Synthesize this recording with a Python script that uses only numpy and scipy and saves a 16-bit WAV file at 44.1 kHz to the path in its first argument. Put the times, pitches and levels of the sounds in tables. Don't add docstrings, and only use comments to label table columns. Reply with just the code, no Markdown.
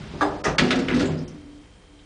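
import sys
import numpy as np
from scipy import signal
from scipy.fft import rfft, irfft
from scipy.io import wavfile
from scipy.ndimage import uniform_filter1d

SR = 44100
rng = np.random.default_rng(int(sys.argv[2]) if len(sys.argv) > 2 else 0)


def volts_from_decibels(level):
    exponent = np.asarray(level, float) / 20
    return 10 ** exponent


def master_out(mix):
    frames = np.transpose(np.atleast_2d(mix))
    ceiling = np.clip(frames, -1, 1)
    pcm = np.round(ceiling * 32767).astype(np.int16)
    wavfile.write(sys.argv[1], SR, pcm)


N = 90404
T = np.arange(N) / SR
MAINS_HZ = 50


def level(x, db):
    return x * volts_from_decibels(db) / np.sqrt(np.mean(x ** 2))


def fade(t, t60):
    return np.exp(-np.log(1000) * t / t60)


def band(x, lo_hz, hi_hz, order=2):
    return signal.sosfilt(signal.butter(order, [lo_hz, min(hi_hz, SR / 2.2)], "band", fs=SR, output="sos"), x)


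def coloured(spectrum, flicker_db):
    f = np.fft.rfftfreq(N, 1 / SR) + 1
    hz, db = np.array(spectrum).T
    shaped = rfft(rng.standard_normal(N)) * volts_from_decibels(np.interp(np.log(f), np.log(hz), db))
    out = np.zeros(N)
    for octave in np.arange(4, 14.5, .5):
        flicker = np.interp(T, np.linspace(0, T[-1], 30), rng.standard_normal(30))
        weight = np.clip(1 - 2 * abs(np.log2(f) - octave), 0, 1)
        out += volts_from_decibels(flicker_db * flicker) * irfft(shaped * weight, N)
    return out


def quiet_floor():
    # f/Hz, level/dB per Hz
    floor_spectrum = [(20, 1.5), (45, 0.5), (160, -22), (330, -19.5), (1220, -27), (3240, -31.5),
                      (10000, -38.5)]
    return level(coloured(floor_spectrum, 0.42), -49)


def lamp():
    # f/Hz, level/dB
    hum_lines = [(86.1, -64.5), (500.6, -67)]
    # f/Hz, level/dB, t60/s
    buzz_rings = [(3165, -66.5, .07), (2200, -73, 0.032)]
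    since_click = (T - .0168) % (1 / MAINS_HZ)
    click_size = volts_from_decibels(0.83 * rng.standard_normal(200))[(T * MAINS_HZ).astype(int)]
    out = np.zeros(N)
    for hz, db, t60 in buzz_rings:
        ring = np.sin(2 * np.pi * hz * since_click) * fade(since_click, t60)
        out += level(ring * click_size, db)
    for hz, db in hum_lines:
        out += level(np.sin(2 * np.pi * hz * T + hz), db)
    return out


def rollers():
    # t/s, level/dB
    rolling_level = [(0, -36), (.1, -37.5), (.2, -36), (.42, -39.5), (.6, -45.5), (1.0, -28), (1.2, -41.5),
                     (1.45, -51.5), (1.7, -54), (2.05, -57.5)]
    # f/Hz, level/dB per Hz
    track_spectrum = [(18, -20), (30, -3.5), (173, 0), (333, -12.5), (404, -4.5), (491, -23.5),
                      (626, -15.5), (5320, -28.5), (10000, -46), (13000, -91), (22000, -120)]
    when, db = np.array(rolling_level).T
    return level(coloured(track_spectrum, 1.5), 0) * volts_from_decibels(np.interp(T, when, db))


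def ticks():
    # t/s, peak level/dB, f/Hz, t60/s
    fittings = [(1.055, -26.5, 7200, 0.17), (1.18, -31.5, 5100, 0.2), (1.279, -32, 5600, 0.13),
                (1.634, -44, 2330, 0.25), (1.99, -39.5, 3340, 0.14), (0.212, -25, 3550, 0.3),
                (0.443, -15.5, 5720, 0.21), (0.5824, -3, 2590, 0.055), (0.706, -6, 2600, 0.023),
                (0.8863, -12.5, 2380, 0.061)]
    out = np.zeros(N)
    for s, db, hz, t60 in fittings:
        rattle = level(band(rng.standard_normal(N), hz - 450, hz + 550), db - 15)
        out += rattle * fade(np.abs(T - s), t60) * (T > s)
    return out


def cracks():
    # t/s, peak level/dB, f/Hz, t60/s
    sharp_knocks = [(0.2097, -17.5, 1175, 0.059), (.218, -37.5, 3614, 0.17), (.448, -28, 1996, .1),
                    (0.455, -30, 1945, 0.078), (0.5843, -10, 2170, 0.012), (.5845, -18, 3300, .04),
                    (0.5839, -20.5, 4700, 0.04), (.595, -13, 1954, 0.025), (.604, -19.5, 2340, 0.018),
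                    (.7068, -12, 2090, 0.013), (0.706, -21.5, 2936, 0.032), (0.709, -32.5, 4300, 0.064),
                    (0.717, -21, 2804, 0.035), (.724, -25.5, 3480, 0.055), (1.279, -56, 9540, 0.09),
                    (.914, -26.5, 2690, 0.026), (.73, -26.5, 1990, .06), (.443, -26, 1266, .08),
                    (0.216, -21, 1646, .1), (.8842, -21, 2090, 0.032), (.8842, -24.5, 3030, 0.027),
                    (.904, -20.5, 2060, 0.021), (.937, -26.5, 1990, 0.05), (1.001, -24.5, 1900, 0.043),
                    (1.012, -25, 1390, 0.055), (1.031, -31, 1704, 0.045), (1.059, -35.5, 1300, 0.041)]
    pair_ratio = 1.09
    out = np.zeros(N)
    for s, db, hz, t60 in sharp_knocks:
        u = np.maximum(T - s, 0)
        pair = np.sin(2 * np.pi * hz * u) + 0.33 * np.sin(2 * np.pi * pair_ratio * hz * u)
        out += volts_from_decibels(db) * fade(u, t60) * pair
    return out


def thumps():
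    # t/s, peak level/dB, f/Hz, length/s
    booms = [(0.215, -18.5, 299, 0.056), (0.316, -44, 286.5, 0.18), (0.463, -28, 53.5, .08),
             (0.606, -30.5, 62.4, 0.07), (0.61, -15.5, 250, 0.038), (0.749, -32, 57, 0.048),
             (0.757, -15.5, 260.3, 0.047), (0.9387, -11.5, 250, 0.019), (0.9588, -11.5, 255, 0.022),
             (0.9763, -10.5, 262.6, 0.014), (.585, -23, 867, 0.015), (0.604, -30.5, 735, 0.095),
             (0.742, -27, 730, 0.031), (0.463, -19.5, 420, 0.02), (.475, -23.5, 153, 0.032),
             (.51, -26.5, 140, 0.044), (.51, -32, 522, 0.037), (.588, -24.5, 153.5, 0.051),
             (.63, -21.5, 197, 0.035), (0.702, -24.5, 417.4, 0.059), (.76, -27, 477.8, 0.08),
             (.835, -30, 187, 0.048), (0.9458, -15, 250, 0.0063), (.96, -25, 505, 0.047),
             (1.108, -27, 260, 0.027), (1.18, -32.5, 155, 0.055), (0.666, -27, 248, 0.037),
             (0.699, -17.5, 256, 0.035), (0.806, -20, 267, 0.026), (0.906, -20, 347, 0.032),
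             (1.043, -16, 256.5, 0.023), (1.035, -20, 393.6, 0.028), (1.06, -30.5, 482, .03),
             (1.085, -22.5, 157, 0.043), (0.996, -33.5, 91, 0.19), (1.003, -17, 286.7, 0.035),
             (1.13, -23.5, 155, 0.052), (1.34, -39, 295.7, 0.097), (1.449, -38.5, 292, 0.16),
             (1.885, -50, 292, 0.18), (1.364, -46, 84, 0.14)]
    out = np.zeros(N)
    for s, db, hz, length in booms:
        u = np.maximum(T - s, 0)
        rise = 1 - fade(u, 0.51 * length)
        sag = volts_from_decibels(-8 * u / length)
        damping = fade(np.maximum(u - length, 0), 0.082)
        out += volts_from_decibels(db) * rise * sag * damping * np.sin(2 * np.pi * hz * u)
    return out


def knock_burst(length):
    draws = rng.random((12, 3))
    when = draws[:, 0] * (np.arange(12) > 0)
    size = volts_from_decibels(-5 * np.log(draws[:, 1]) - 3.7 * when) * np.sign(draws[:, 2] - .5)
    size[0] = abs(size).max()
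    size /= np.sqrt(np.sum(size ** 2))
    return when * length, size


def struck_plate(modes, hits, which):
    field_db = [3, 8.5, 10, 1]
    # low-end t60/s, high-end t60/s
    field_t60 = [(0.67, 0.2), (0.3, 0.22), (0.38, 0.16), (0.24, 0.068)]
    # lowest f/Hz, split f/Hz, highest f/Hz
    field_hz = [(410, 420, 1900), (250, 1100, 8500), (1040, 1820, 8900), (133, 1700, 715)]
    contact_below = [4.4, 17, 3.57, 32]
    contact_above = [0.91, 1, 1.163, 1.48]
    lo, split, hi = field_hz[which]
    out, t = np.zeros(N), T[:SR // 2]
    for s, db, brightness, length in hits:
        when, size = knock_burst(length)
        push = np.zeros(SR // 10)
        np.add.at(push, (when * SR).astype(int), size)
        rings = np.zeros(len(t))
        for hz, mode_db, t60 in modes:
            spot = rng.standard_normal()
            reach = max(abs(size @ np.exp(2j * np.pi * hz * when)), .5)
            gain = np.sign(spot) * volts_from_decibels(mode_db + 0.92 * spot) / reach
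            rings += gain * np.sin(2 * np.pi * hz * t) * fade(t, t60)
        hit = signal.fftconvolve(push, rings)[:len(t)]
        noise = level(band(rng.standard_normal(len(t)), lo, hi), field_db[which])
        low = band(noise, lo / 2, split, order=1)
        for crash, t60 in zip((low, noise - low), field_t60[which]):
            energy = signal.fftconvolve(push ** 2, fade(t, t60) ** 2)[:len(t)]
            hit += crash * np.sqrt(abs(energy))
        hit = band(hit, brightness / contact_below[which], brightness * contact_above[which])
        i = int(s * SR)
        out[i:i + len(hit)] += (hit * volts_from_decibels(db) / abs(hit).max())[:N - i]
    return out


def latch():
    # f/Hz, level/dB, t60/s
    latch_modes = [(392, -4, 0.25), (530, -17.5, 0.22), (600, -12, 0.075), (814, -4.5, 0.13),
                   (848, -1, 0.18), (1196, -2, 0.19), (1410, -14.5, 0.47), (1712, -9, 0.25),
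                   (1670, -6.5, 0.13), (2240, -21.5, .18), (5010, 2, 0.29)]
    # t/s, peak level/dB, contact brightness f/Hz, chatter length/s
    latch_hits = [
        (0.21, -10.5, 1550, 0.019),
        (0.234, -16.5, 950, 0.032),
        (0.345, -58, 1180, 0.0084),
    ]
    return struck_plate(latch_modes, latch_hits, which=0)


def gate():
    # f/Hz, level/dB, t60/s
    gate_modes = [(277, -22, 0.45), (420, -3, 0.076), (541, -1.5, 0.16), (663, -6, 0.13), (1226, 2, 0.11),
                  (1644, -9, 0.32), (1900, 6.5, 0.071), (2640, -22, 0.19)]
    # t/s, peak level/dB, contact brightness f/Hz, chatter length/s
    gate_hits = [
        (0.209, -26, 7200, 0.02),
        (0.44, -20, 6140, 0.017),
        (.451, -12.5, 1374, 0.015),
        (.464, -15, 1520, .02),
        (0.483, -17, 670, 0.013),
    ]
    return struck_plate(gate_modes, gate_hits, which=1)


def panel():
    # f/Hz, level/dB, t60/s
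    panel_modes = [(155, -12, 0.17), (195.6, -4, 0.23), (251.5, -2.5, 0.11), (274.5, 0, 0.058),
                   (356, -6.5, 0.54), (403.5, -10, 0.11), (506, -11.5, 0.12), (730, -23, 0.11)]
    # t/s, peak level/dB, contact brightness f/Hz, chatter length/s
    panel_hits = [(0.138, -28, 510, 0.021), (0.463, -20.5, 280, .02), (.585, -15.5, 540, 0.023),
                  (.612, -12, 417, 0.032), (.66, -19.5, 414, 0.027), (0.709, -16.5, 530, 0.033),
                  (.752, -17.5, 530, 0.032), (.8, -19.5, 407, 0.026), (.885, -23, 600, 0.019),
                  (0.91, -19.5, 450, .02), (1.003, -17.5, 520, .03), (1.03, -22, 500, 0.027),
                  (1.076, -24, 675, .03), (1.136, -25.5, 283, 0.024), (1.189, -32.5, 580, 0.027)]
    return struck_plate(panel_modes, panel_hits, which=3)


def leaf():
    # f/Hz, level/dB, t60/s
    leaf_modes = [(1309, -2.5, 0.29), (1478, -1, 0.21), (1676, -1.5, 0.24), (1900, -10.5, 0.11),
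                  (2180, -4.5, 0.11), (2380, -11, 0.2), (2758, -5.5, 0.15), (2844, -11.5, 0.19),
                  (3273, -13, 0.1), (3520, -5.5, 0.08), (3800, -7, 0.13), (4770, -17, 0.14),
                  (5460, -26.5, .15)]
    # t/s, peak level/dB, contact brightness f/Hz,
    # chatter length/s
    leaf_hits = [(0.45, -23, 1880, .015), (0.5825, -6, 3800, .002), (0.634, -25.5, 4640, 0.055),
                 (0.7064, -11, 3420, .004), (0.726, -29.5, 2660, .03), (0.757, -23.5, 5000, .04),
                 (0.884, -21, 2290, .001), (.905, -21, 2150, .03), (0.943, -24.5, 4840, .04),
                 (.995, -20.5, 4680, .03), (1.04, -32, 2860, .04), (1.105, -38, 3020, .04)]
    return struck_plate(leaf_modes, leaf_hits, which=2)


def car(x):
    split_hz = 584
    noise = rng.standard_normal((2, N))
    bass = band(noise[0], 65, split_hz, order=1) * fade(T, 0.88)
    treble = band(noise[1], split_hz, 14000, order=1) * fade(T, 0.49)
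    tail = (bass + .5 * treble) * (1 - fade(T, 0.13))
    return signal.fftconvolve(x, tail * volts_from_decibels(-16) / np.sqrt(np.sum(tail ** 2)))[:N]


def scene():
    doors = ticks() + cracks() + thumps() + panel() + gate() + latch() + leaf()
    return (quiet_floor() + lamp() + rollers() + car(doors) + doors)[None]


def thinned_treble(x):
    threshold_db, spread_db, from_hz, tilt_db_per_khz = -37.5, 12, 4500, 3.5
    f, _, z = signal.stft(x, SR, nperseg=512)
    power = abs(z) ** 2
    for lo in np.arange(1000, 11000, 700):
        if lo <= from_hz:
            continue
        rows = (f >= lo) & (f < lo + 700)
        under = 10 * np.log10(power[rows].sum(0) / power.sum(0) + 1e-12)
        under += spread_db * uniform_filter1d(rng.standard_normal(z.shape[1]), size=2)
        under += tilt_db_per_khz * (lo - from_hz) / 1000
        z[rows] *= np.clip((under - threshold_db) / 2 + .5, 0, 1)
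    return signal.istft(z, SR, nperseg=512)[1][:N]


def treble_dropouts(x):
    # start t/s, end t/s, lowest f/Hz, highest f/Hz
    gaps = [
        (0.42, 0.436, 1157, 15000),
        (0.564, 0.579, 1760, 15000),
        (0.858, 0.879, 2070, 2400),
        (1.25, 1.278, 9200, 15000),
        (1.248, 1.278, 5000, 7500),
    ]
    for start, end, lo_hz, hi_hz in gaps:
        gap = np.clip(np.minimum(T - start, end - T) / .002 + .5, 0, 1)
        sos = signal.butter(6, [lo_hz, hi_hz], "band", fs=SR, output="sos")
        x = x - gap * signal.sosfiltfilt(sos, x)
    return x


def roll_off(x):
    return signal.sosfilt(signal.butter(12, 10380, fs=SR, output="sos"), x)


def record(dry):
    x = signal.sosfilt(signal.butter(3, 36, "high", fs=SR, output="sos"), dry[0])
    x = treble_dropouts(thinned_treble(x))
    x = signal.sosfilt(signal.ellip(10, .3, 70, 9940, fs=SR, output="sos"), x)
    return roll_off(x)


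dry = scene()
out = record(dry)
master_out(out)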